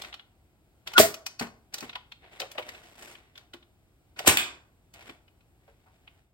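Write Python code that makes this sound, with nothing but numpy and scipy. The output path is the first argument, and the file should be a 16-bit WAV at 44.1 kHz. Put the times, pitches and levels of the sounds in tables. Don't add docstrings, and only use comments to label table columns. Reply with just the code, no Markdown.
import sys
import numpy as np
from scipy import signal
from scipy.fft import rfft, irfft, next_fast_len
from scipy.io import wavfile
from scipy.ndimage import uniform_filter1d

SR = 44100
rng = np.random.default_rng(int(sys.argv[2]) if len(sys.argv) > 2 else 0)


def master_out(mix):
    frames = np.transpose(np.atleast_2d(mix))
    ceiling = np.clip(frames, -1, 1)
    pcm = np.round(ceiling * 32767).astype(np.int16)
    wavfile.write(sys.argv[1], SR, pcm)


N = 279284


def gain_of(db):
    return 10 ** (np.asarray(db) / 20)


def evened(x):
    return x / np.sqrt(np.mean(x ** 2) + 1e-20)


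def read(points, hz):
    f, value = np.transpose(points)
    return np.interp(np.log(hz + 1), np.log(f + 1), value)


def add(mix, s, sound):
    part = mix[:, max(round(s * SR), 0):][:, :sound.shape[-1]]
    part += sound[..., :part.shape[-1]]


def envelope_db(t, rise, hold, t60):
    return 60 * np.minimum(t, 0) / rise - 60 * np.maximum(t - hold, 0) / t60


def noise(colour, size):
    hz = np.fft.rfftfreq(size, 1 / SR)
    shape = evened(gain_of(read(colour, hz))) * np.sqrt(size)
    return irfft(shape * np.exp(2j * np.pi * rng.random((2, len(hz)))), size)


def burst(s, colour, db, rise, hold, t60):
    t = np.arange(-SR // 20, SR // 2) / SR
    level_db = db + envelope_db(t, rise, hold, t60)
    out = np.zeros((2, N))
    add(out, s + t[0], gain_of(level_db) * noise(colour, len(t)))
    return out


def ring(hz, db, t60, rise):
    t = np.arange(SR // 2) / SR
    return gain_of(db - 60 * t / t60) * (1 - np.exp(-t / rise)) * np.sin(2 * np.pi * hz * t)


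def tone(hz, db, rise, hold, t60):
    t = np.arange(-SR // 10, SR // 2) / SR
    return gain_of(db + envelope_db(t, rise, hold, t60)) * np.sin(2 * np.pi * hz * t)


def shelves(hz, low_db, treble_db):
    return read([(800, low_db), (1800, 0), (3800, 0), (7000, treble_db)], hz)


def grain(size):
    fine, clumps = rng.standard_normal((2, size))
    fine_db = 3.3 * evened(uniform_filter1d(fine, 130))
    clumps_db = 1.5 * evened(uniform_filter1d(clumps, 900))
    return evened(gain_of(fine_db + clumps_db))


# (frequency [Hz], t60 [s])
CELLAR_DECAY = [(100, 0.32), (400, 0.56), (1000, 0.48), (3000, 0.31), (6000, .35), (10000, 0.24),
                (16000, 0.16)]


def cellar(x):
    size = SR * 3 // 4
    taps = rng.choice([-1., 1.], (2, size)) * (rng.random((2, size)) < .15)
    taps *= np.clip((np.arange(size) / SR - .002) / 0.0066, 0, 1)
    hz, t, z = signal.stft(taps, SR, nperseg=256)
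    decay = gain_of(-60 * t / read(CELLAR_DECAY, hz)[:, None])
    tail = signal.istft(z * decay, SR, nperseg=256)[1]
    return signal.fftconvolve(x, tail / np.linalg.norm(tail[0]), axes=1)[:, :N]


# (frequency [Hz], level per Hz [dB])
ROOM_COLOUR = [(20, -2.5), (50, 2), (110, -3.5), (200, -12.5), (320, -12), (520, -20.5), (700, -17),
               (1100, -26.5), (2500, -28), (6000, -37), (9000, -35), (15500, -37.5)]


def room_tone():
    t = np.arange(N) / SR
    knots = np.arange(0, 7, 1 / 10)
    swell_db = 0.42 * np.interp(t, knots, rng.standard_normal(len(knots)))
    fade_db = np.interp(t, [6.15, 6.33], [0, -8])
    return gain_of(-62.0 + swell_db + fade_db) * noise(ROOM_COLOUR, N)


# (frequency [Hz], level per Hz [dB])
RUB_COLOUR = [(100, 1), (350, 5), (650, 7.5), (1100, 1), (2200, 6.5), (4200, -2), (6200, -3.5), (9000, -5),
              (15500, -13)]


def friction(level_db, treble_db):
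    full = noise(RUB_COLOUR, N)
    dull_gain = gain_of(shelves(np.fft.rfftfreq(N, 1 / SR), 0, -30))
    dull = irfft(rfft(full) * dull_gain, N)
    return (dull + gain_of(treble_db) * (full - dull)) * grain(N) * gain_of(level_db)


# (start [s], length [s], level [dB])
GRIP_SLIDES = [(0.0, 0.064, -48), (0.867, 0.073, -49.5), (1.731, 0.11, -47.5), (3.361, 0.036, -60.5),
               (4.171, .07, -46.5), (4.941, 0.063, -54), (5.025, 0.054, -53), (5.079, 0.0067, -52.5),
               (5.601, 0.61, -73.5)]
GRIP_SWELL_S, GRIP_FADE_S, GRIP_TREBLE_DB = 0.027, 0.3, -6
# (time [s], level [dB], treble [dB])
SLEEVE_SWING = [(2.2, -76.5, -20), (2.235, -50.5, -32), (2.3, -61.5, -12), (2.32, -50, -9.5),
                (2.5, -60.5, -6), (2.701, -48, -5), (2.8, -55, -5), (2.97, -61.5, -1.5), (2.99, -49, -0.5),
                (3.14, -52.5, -0.5), (3.22, -63, -12), (3.45, -78, -7.5)]


def rubbing():
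    t = np.arange(N) / SR
    slides_db = [db + envelope_db(t - s, GRIP_SWELL_S, length, GRIP_FADE_S) for s, length, db in GRIP_SLIDES]
    grip = friction(np.max(slides_db, axis=0), GRIP_TREBLE_DB)
    times, level_db, treble_db = np.transpose(SLEEVE_SWING)
    swing_db = np.interp(t, times, level_db, -np.inf, -np.inf)
    out = grip + friction(swing_db, np.interp(t, times, treble_db))
    return out + gain_of(-10.5) * cellar(out)


# (frequency [Hz], level per Hz [dB])
CRUNCH_COLOUR = [(100, -20.5), (350, -15), (700, -2), (1400, -1.5), (2200, 0), (3500, -3.5), (4600, -4),
                 (6200, -3.5), (9000, -10.5), (15500, -13)]
# (frequency [Hz], level [dB])
SHELL_RESONANCES = [(790, -8.5), (1050, -10), (1420, -2.5), (2080, -7), (2480, -1.5), (2850, -3),
                    (3120, 0.5), (3450, -2.5), (3800, -7), (4150, -2.5), (4500, -4.5), (4950, -4.5),
                    (5800, -9)]
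SHELL_T60 = .035
CLICK_RISE_S, CLICK_HOLD_S, CLICK_T60 = .013, 0.0015, .032
CLICK_BODY_DB, BODY_PER_TREBLE = -4.5, 0.018


def click(s, db, treble_db, spot_hz):
    t = np.arange(-SR // 50, SR // 6) / SR
    after, hz = np.maximum(t - CLICK_HOLD_S, 0), np.fft.rfftfreq(len(t), 1 / SR)
    mode_hz, mode_db = np.transpose(SHELL_RESONANCES)[:, :, None]
    weight, detune = rng.standard_normal((2, len(SHELL_RESONANCES), 1))
    phase = 2 * np.pi * rng.random((2, len(SHELL_RESONANCES), 1))
    mode_gain = evened(1 + .5 * weight) * gain_of(mode_db - 60 * after / SHELL_T60)
    modes = mode_gain * np.sin(2 * np.pi * mode_hz * (1 + 0.024 * detune) * t + phase)
    crunch = noise(CRUNCH_COLOUR, len(t)) * gain_of(-60 * after / CLICK_T60)
    swell = gain_of(db + 60 * np.minimum(t, 0) / CLICK_RISE_S)
    snap = (gain_of(-7) * crunch + gain_of(-16.0) * modes.sum(1)) * swell
    colour_db = shelves(hz, CLICK_BODY_DB + BODY_PER_TREBLE * treble_db, treble_db + 13)
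    spot_db = 6 * np.exp(-(np.log2((hz + 1) / spot_hz) / .35) ** 2)
    return s + t[0], irfft(rfft(snap) * gain_of(colour_db + spot_db), len(t))


# (time [s], level [dB], treble before the lift [dB], favoured pitch [Hz])
SHARP_CLICKS = [(0.0104, -30.5, -13, 3739), (0.0483, -32, -26, 2180), (0.129, -33, -36, 3470),
                (0.1423, -30.5, -25, 3730), (0.1967, -39.5, -40, 2970), (0.8752, -24.5, -17.5, 3300),
                (0.937, -27, -17.5, 850), (1.143, -30, -9.5, 4848), (1.2655, -24, -9.5, 5000),
                (1.397, -24.5, -11.5, 4785), (1.742, -25, -8.5, 4600), (1.7842, -32.5, -10, 4000),
                (1.8075, -34, -9, 4500), (1.8964, -30, -30, 3590), (1.932, -35.5, -37.5, 3080),
                (1.956, -25.5, -30.5, 3354), (2.1211, -33.5, -27.5, 3294), (2.4019, -23, -14, 4350),
                (2.4181, -27, -23, 2967), (2.517, -37, -8, 2690), (2.582, -24, -36, 2620),
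                (2.5952, -34, -38, 2900), (2.627, -35.5, -30, 2100), (2.6906, -30.5, -18, 2000),
                (2.75, -38, -27, 1900), (3.154, -39, -41, 2520), (3.3573, -41.5, -25, 3094),
                (3.3784, -37.5, -19.5, 4020), (3.5374, -35, -20.5, 3500), (3.628, -48.5, -35, 3400),
                (4.165, -45, -31, 1200), (4.1922, -22.5, -16.5, 1500), (4.9396, -49.5, -2.5, 3911),
                (5.0965, -36, -27, 2530), (5.281, -52.5, -32, 2670), (5.409, -58, -25, 2900),
                (6.0776, -41, -49.5, 2538)]
# (start [s], end [s])
JOSTLE_SPANS = [(0.019, .09), (2.8, 2.92), (4.95, 5.08)]
TICKS_PER_S, TICK_DB, TICK_TREBLE_DB, TICK_HZ = 9, -48.5, -20, 2080


def clicks():
    out = np.zeros((2, N))
    for row in SHARP_CLICKS:
        add(out, *click(*row))
    for start, end in JOSTLE_SPANS:
        count = int(np.ceil((end - start) * TICKS_PER_S))
        for place, spot in rng.random((count, 2)):
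            tick_s = start + place * (end - start)
            tick_hz = TICK_HZ * 2 ** (spot - .5)
            add(out, *click(tick_s, TICK_DB, TICK_TREBLE_DB, tick_hz))
    return out + gain_of(-13.0) * cellar(out)


# (time [s], level [dB], pitch [Hz], t60 [s])
DULL_KNOCKS = [(1.408, -23, 230.8, 0.14), (1.825, -27.5, 291, 0.07), (1.957, -32.5, 1000, 0.072),
               (2.404, -32, 516, 0.057), (2.420, -30.5, 544, 0.15), (2.552, -37, 640, 0.074),
               (2.581, -23.5, 615, .11), (3.541, -37.5, 346.9, 0.075), (4.200, -28.5, 724, 0.053),
               (4.248, -27, 736, 0.028), (5.092, -36.5, 337, 0.074), (5.676, -49, 557, 0.15),
               (5.860, -54, 913, 0.19)]
# (frequency [Hz], level per Hz [dB])
LOOSE_COLOUR = [(100, -6), (300, -1.5), (700, -1), (2100, -4), (3500, -13.5), (7000, -18.5), (15500, -30)]
KNOCK_RISE_PER_T60 = .02
SHAKE_DB, SHAKE_HZ, SHAKE_DB_PER_OCTAVE, SHAKE_T60 = -9.5, 225, -15.5, 0.22


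def knocks():
    t, out = np.arange(SR // 2) / SR, np.zeros((2, N))
    for s, db, hz, t60 in DULL_KNOCKS:
        rise = KNOCK_RISE_PER_T60 * t60
        thump = ring(hz, db - 4.0, t60, rise) + ring(hz * .82, db - 8.5, t60, rise)
        rattle_colour = [(hz / 8, -34), (hz / 2, -13), (hz, 0), (hz * 2, -10), (2200, -13), (3500, -23),
                         (7000, -34)]
        rattle = noise(rattle_colour, len(t)) * gain_of(db - 5.5 - 60 * t / t60)
        shake_db = db + SHAKE_DB + SHAKE_DB_PER_OCTAVE * np.log2(hz / SHAKE_HZ)
        shake = noise(LOOSE_COLOUR, len(t)) * grain(len(t)) * gain_of(shake_db - 60 * t / SHAKE_T60)
        add(out, s, thump + (rattle + shake) * (1 - np.exp(-t / rise)))
    return out + gain_of(-16.5) * cellar(out)


# (frequency [Hz], level per Hz [dB])
DART_COLOUR = [(100, -28), (400, -24.5), (1000, -5.5), (2200, 6.5), (3700, 5.5), (5600, -9.5), (8700, -4.5),
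               (12000, -6.5), (15500, -8.5)]


def dart():
    smack = burst(4.372, DART_COLOUR, db=-12.0, rise=0.00067, hold=0.00098, t60=0.016)
    return smack + gain_of(-1.0) * cellar(smack)


# (frequency [Hz], level per Hz [dB])
LONG_CRACK_COLOUR = [(25, -30.5), (100, -13.5), (400, 0), (900, 2), (1500, -2), (3200, 2.5), (4700, -6.5),
                     (6300, -5), (8200, 0), (11500, -3.5), (15500, -14.5)]
LONG_AIR_COLOUR = [(20, -35.5), (45, -16.5), (100, 3), (400, -1.5), (1000, -1), (2400, 6), (4500, -3),
                   (6300, -2.5), (8800, -1.5), (11500, -6.5), (15500, -11.5)]


def long_shot():
    leak = burst(4.264, LONG_AIR_COLOUR, db=-25, rise=0.01793, hold=0.012, t60=0.013)
    crack = burst(4.2762, LONG_CRACK_COLOUR, db=-8.0, rise=0.021, hold=0.0043, t60=.006)
    air = burst(4.282, LONG_AIR_COLOUR, db=-16.5, rise=.004, hold=.012, t60=0.22)
    shot = leak + crack + air
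    add(shot, 4.2725, ring(720, -10, 0.0098, rise=.0003))
    add(shot, 4.2812, ring(300, -8, .018, rise=0.00017))
    add(shot, 4.279, ring(82, -29.5, 0.25, rise=.002))
    return shot + gain_of(-12) * cellar(shot)


# (frequency [Hz], level per Hz [dB])
SQUEAL_COLOUR = [(100, -28), (600, -21.5), (1100, -9), (1430, 1), (1850, -16.5), (4000, -18.5), (7500, -27),
                 (10000, -48), (15500, -55)]
SHORT_CRACK_COLOUR = [(80, -21.5), (300, -7), (800, -8), (1350, 0), (2100, -8.5), (3200, -1.5),
                      (4700, -13.5), (8000, -25.5), (15500, -20.5)]
SHORT_AIR_COLOUR = [(20, -32), (45, -13.5), (90, 1.5), (220, 3), (400, 6), (700, -0.5), (1000, -5),
                    (2000, 4.5), (3200, -2.5), (4700, 0.5), (8000, -1.5), (12000, -3.5), (15500, -3.5)]
# (time [s], frequency [Hz], level [dB], swell [s], hold [s], t60 [s])
BARREL_TONES = [(0.97, 1430, -11.5, .042, .003, .03), (.997, 315, -20, .012, 0.0022, .05),
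                (.982, 1200, -12, 0.012, .002, .03), (0.995, 86, -30, .01, .002, 0.15),
                (0.98, 227, -23, 0.0073, 0.0019, 0.16), (1, 425, -10, .01, .003, .045),
                (.999, 639, -6, 0.0046, 0.0064, .04), (1.0372, 661.5, -17, .09, .02, .06),
                (1.0487, 415, -32.5, .04, .02, 0.217)]
VALVE_OPEN_S = .98


def short_shot():
    squeal = burst(.971, SQUEAL_COLOUR, db=-26, rise=.022, hold=.009, t60=.01)
    crack = burst(VALVE_OPEN_S, SHORT_CRACK_COLOUR, db=-6.5, rise=0.00068, hold=0.0045, t60=0.025)
    push = burst(VALVE_OPEN_S, SHORT_AIR_COLOUR, db=-18.5, rise=.006, hold=0.0017, t60=0.022)
    air = burst(0.99, SHORT_AIR_COLOUR, db=-12.5, rise=0.028, hold=0.01, t60=0.22)
    pop = np.zeros((2, N))
    for s, hz, db, rise, hold, t60 in BARREL_TONES:
        add(pop, s - 1 / 10, tone(hz, db, rise, hold, t60))
    shot = squeal + crack + push + air
    return shot + pop + gain_of(-19) * cellar(shot) + gain_of(-26) * cellar(pop)


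# (delay [s], level [dB])
NEAR_BOUNCES = [(.0011, -22), (.0027, -15.5), (.0052, -18.5), (.0083, -16.5)]
# (frequency [Hz], likeness [0-1])
PORT_LIKENESS = [(90, 0.92), (300, 0.78), (550, .75), (900, 0.42), (1800, 0.49), (2700, 0.35), (4000, .35),
                 (6000, 0.55), (8000, .94), (16000, .94)]
# (frequency [Hz], lead [rad])
LEFT_LEAD = [(0, 0), (300, -.1), (780, .1), (1430, .4), (1750, 3.1), (2600, 3.6), (3400, 4.3), (4400, 4.8),
             (5300, 8.2), (6150, 9.42), (16400, -6.9)]
# (frequency [Hz], left minus right [dB])
PORT_SHADE = [(90, 0.5), (250, 0.75), (600, -0.5), (1000, 2), (4000, 0.6), (9000, -0.05)]


def scene():
    size = next_fast_len(N + SR // 10)
    hz = np.fft.rfftfreq(size, 1 / SR)
    bounces = 1 + sum(gain_of(db) * np.exp(-2j * np.pi * hz * delay) for delay, db in NEAR_BOUNCES)
    sources = rubbing() + clicks() + knocks() + dart() + long_shot() + short_shot()
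    left, other = rfft(sources, size) * bounces + rfft(room_tone(), size)
    same = np.clip(read(PORT_LIKENESS, hz), 0, 1)
    right = same * left - 1j * np.sqrt(1 - same ** 2) * other
    lead = np.exp(1j * np.interp(hz, *np.transpose(LEFT_LEAD)))
    shade = gain_of(read(PORT_SHADE, hz) / 2)
    return irfft(np.array([left * lead * shade, right / shade]), size)[:, :N]


EDGE_HZ = 16200


def record(dry):
    thinned = signal.sosfilt(signal.butter(3, 50, "high", fs=SR, output="sos"), dry)
    clipped = np.clip(thinned, -.95, .95)
    band_limit = signal.firwin(255, EDGE_HZ, window=("kaiser", 8), fs=SR)
    return signal.oaconvolve(clipped, band_limit[None], "same")


dry = scene()
out = record(dry)
master_out(out)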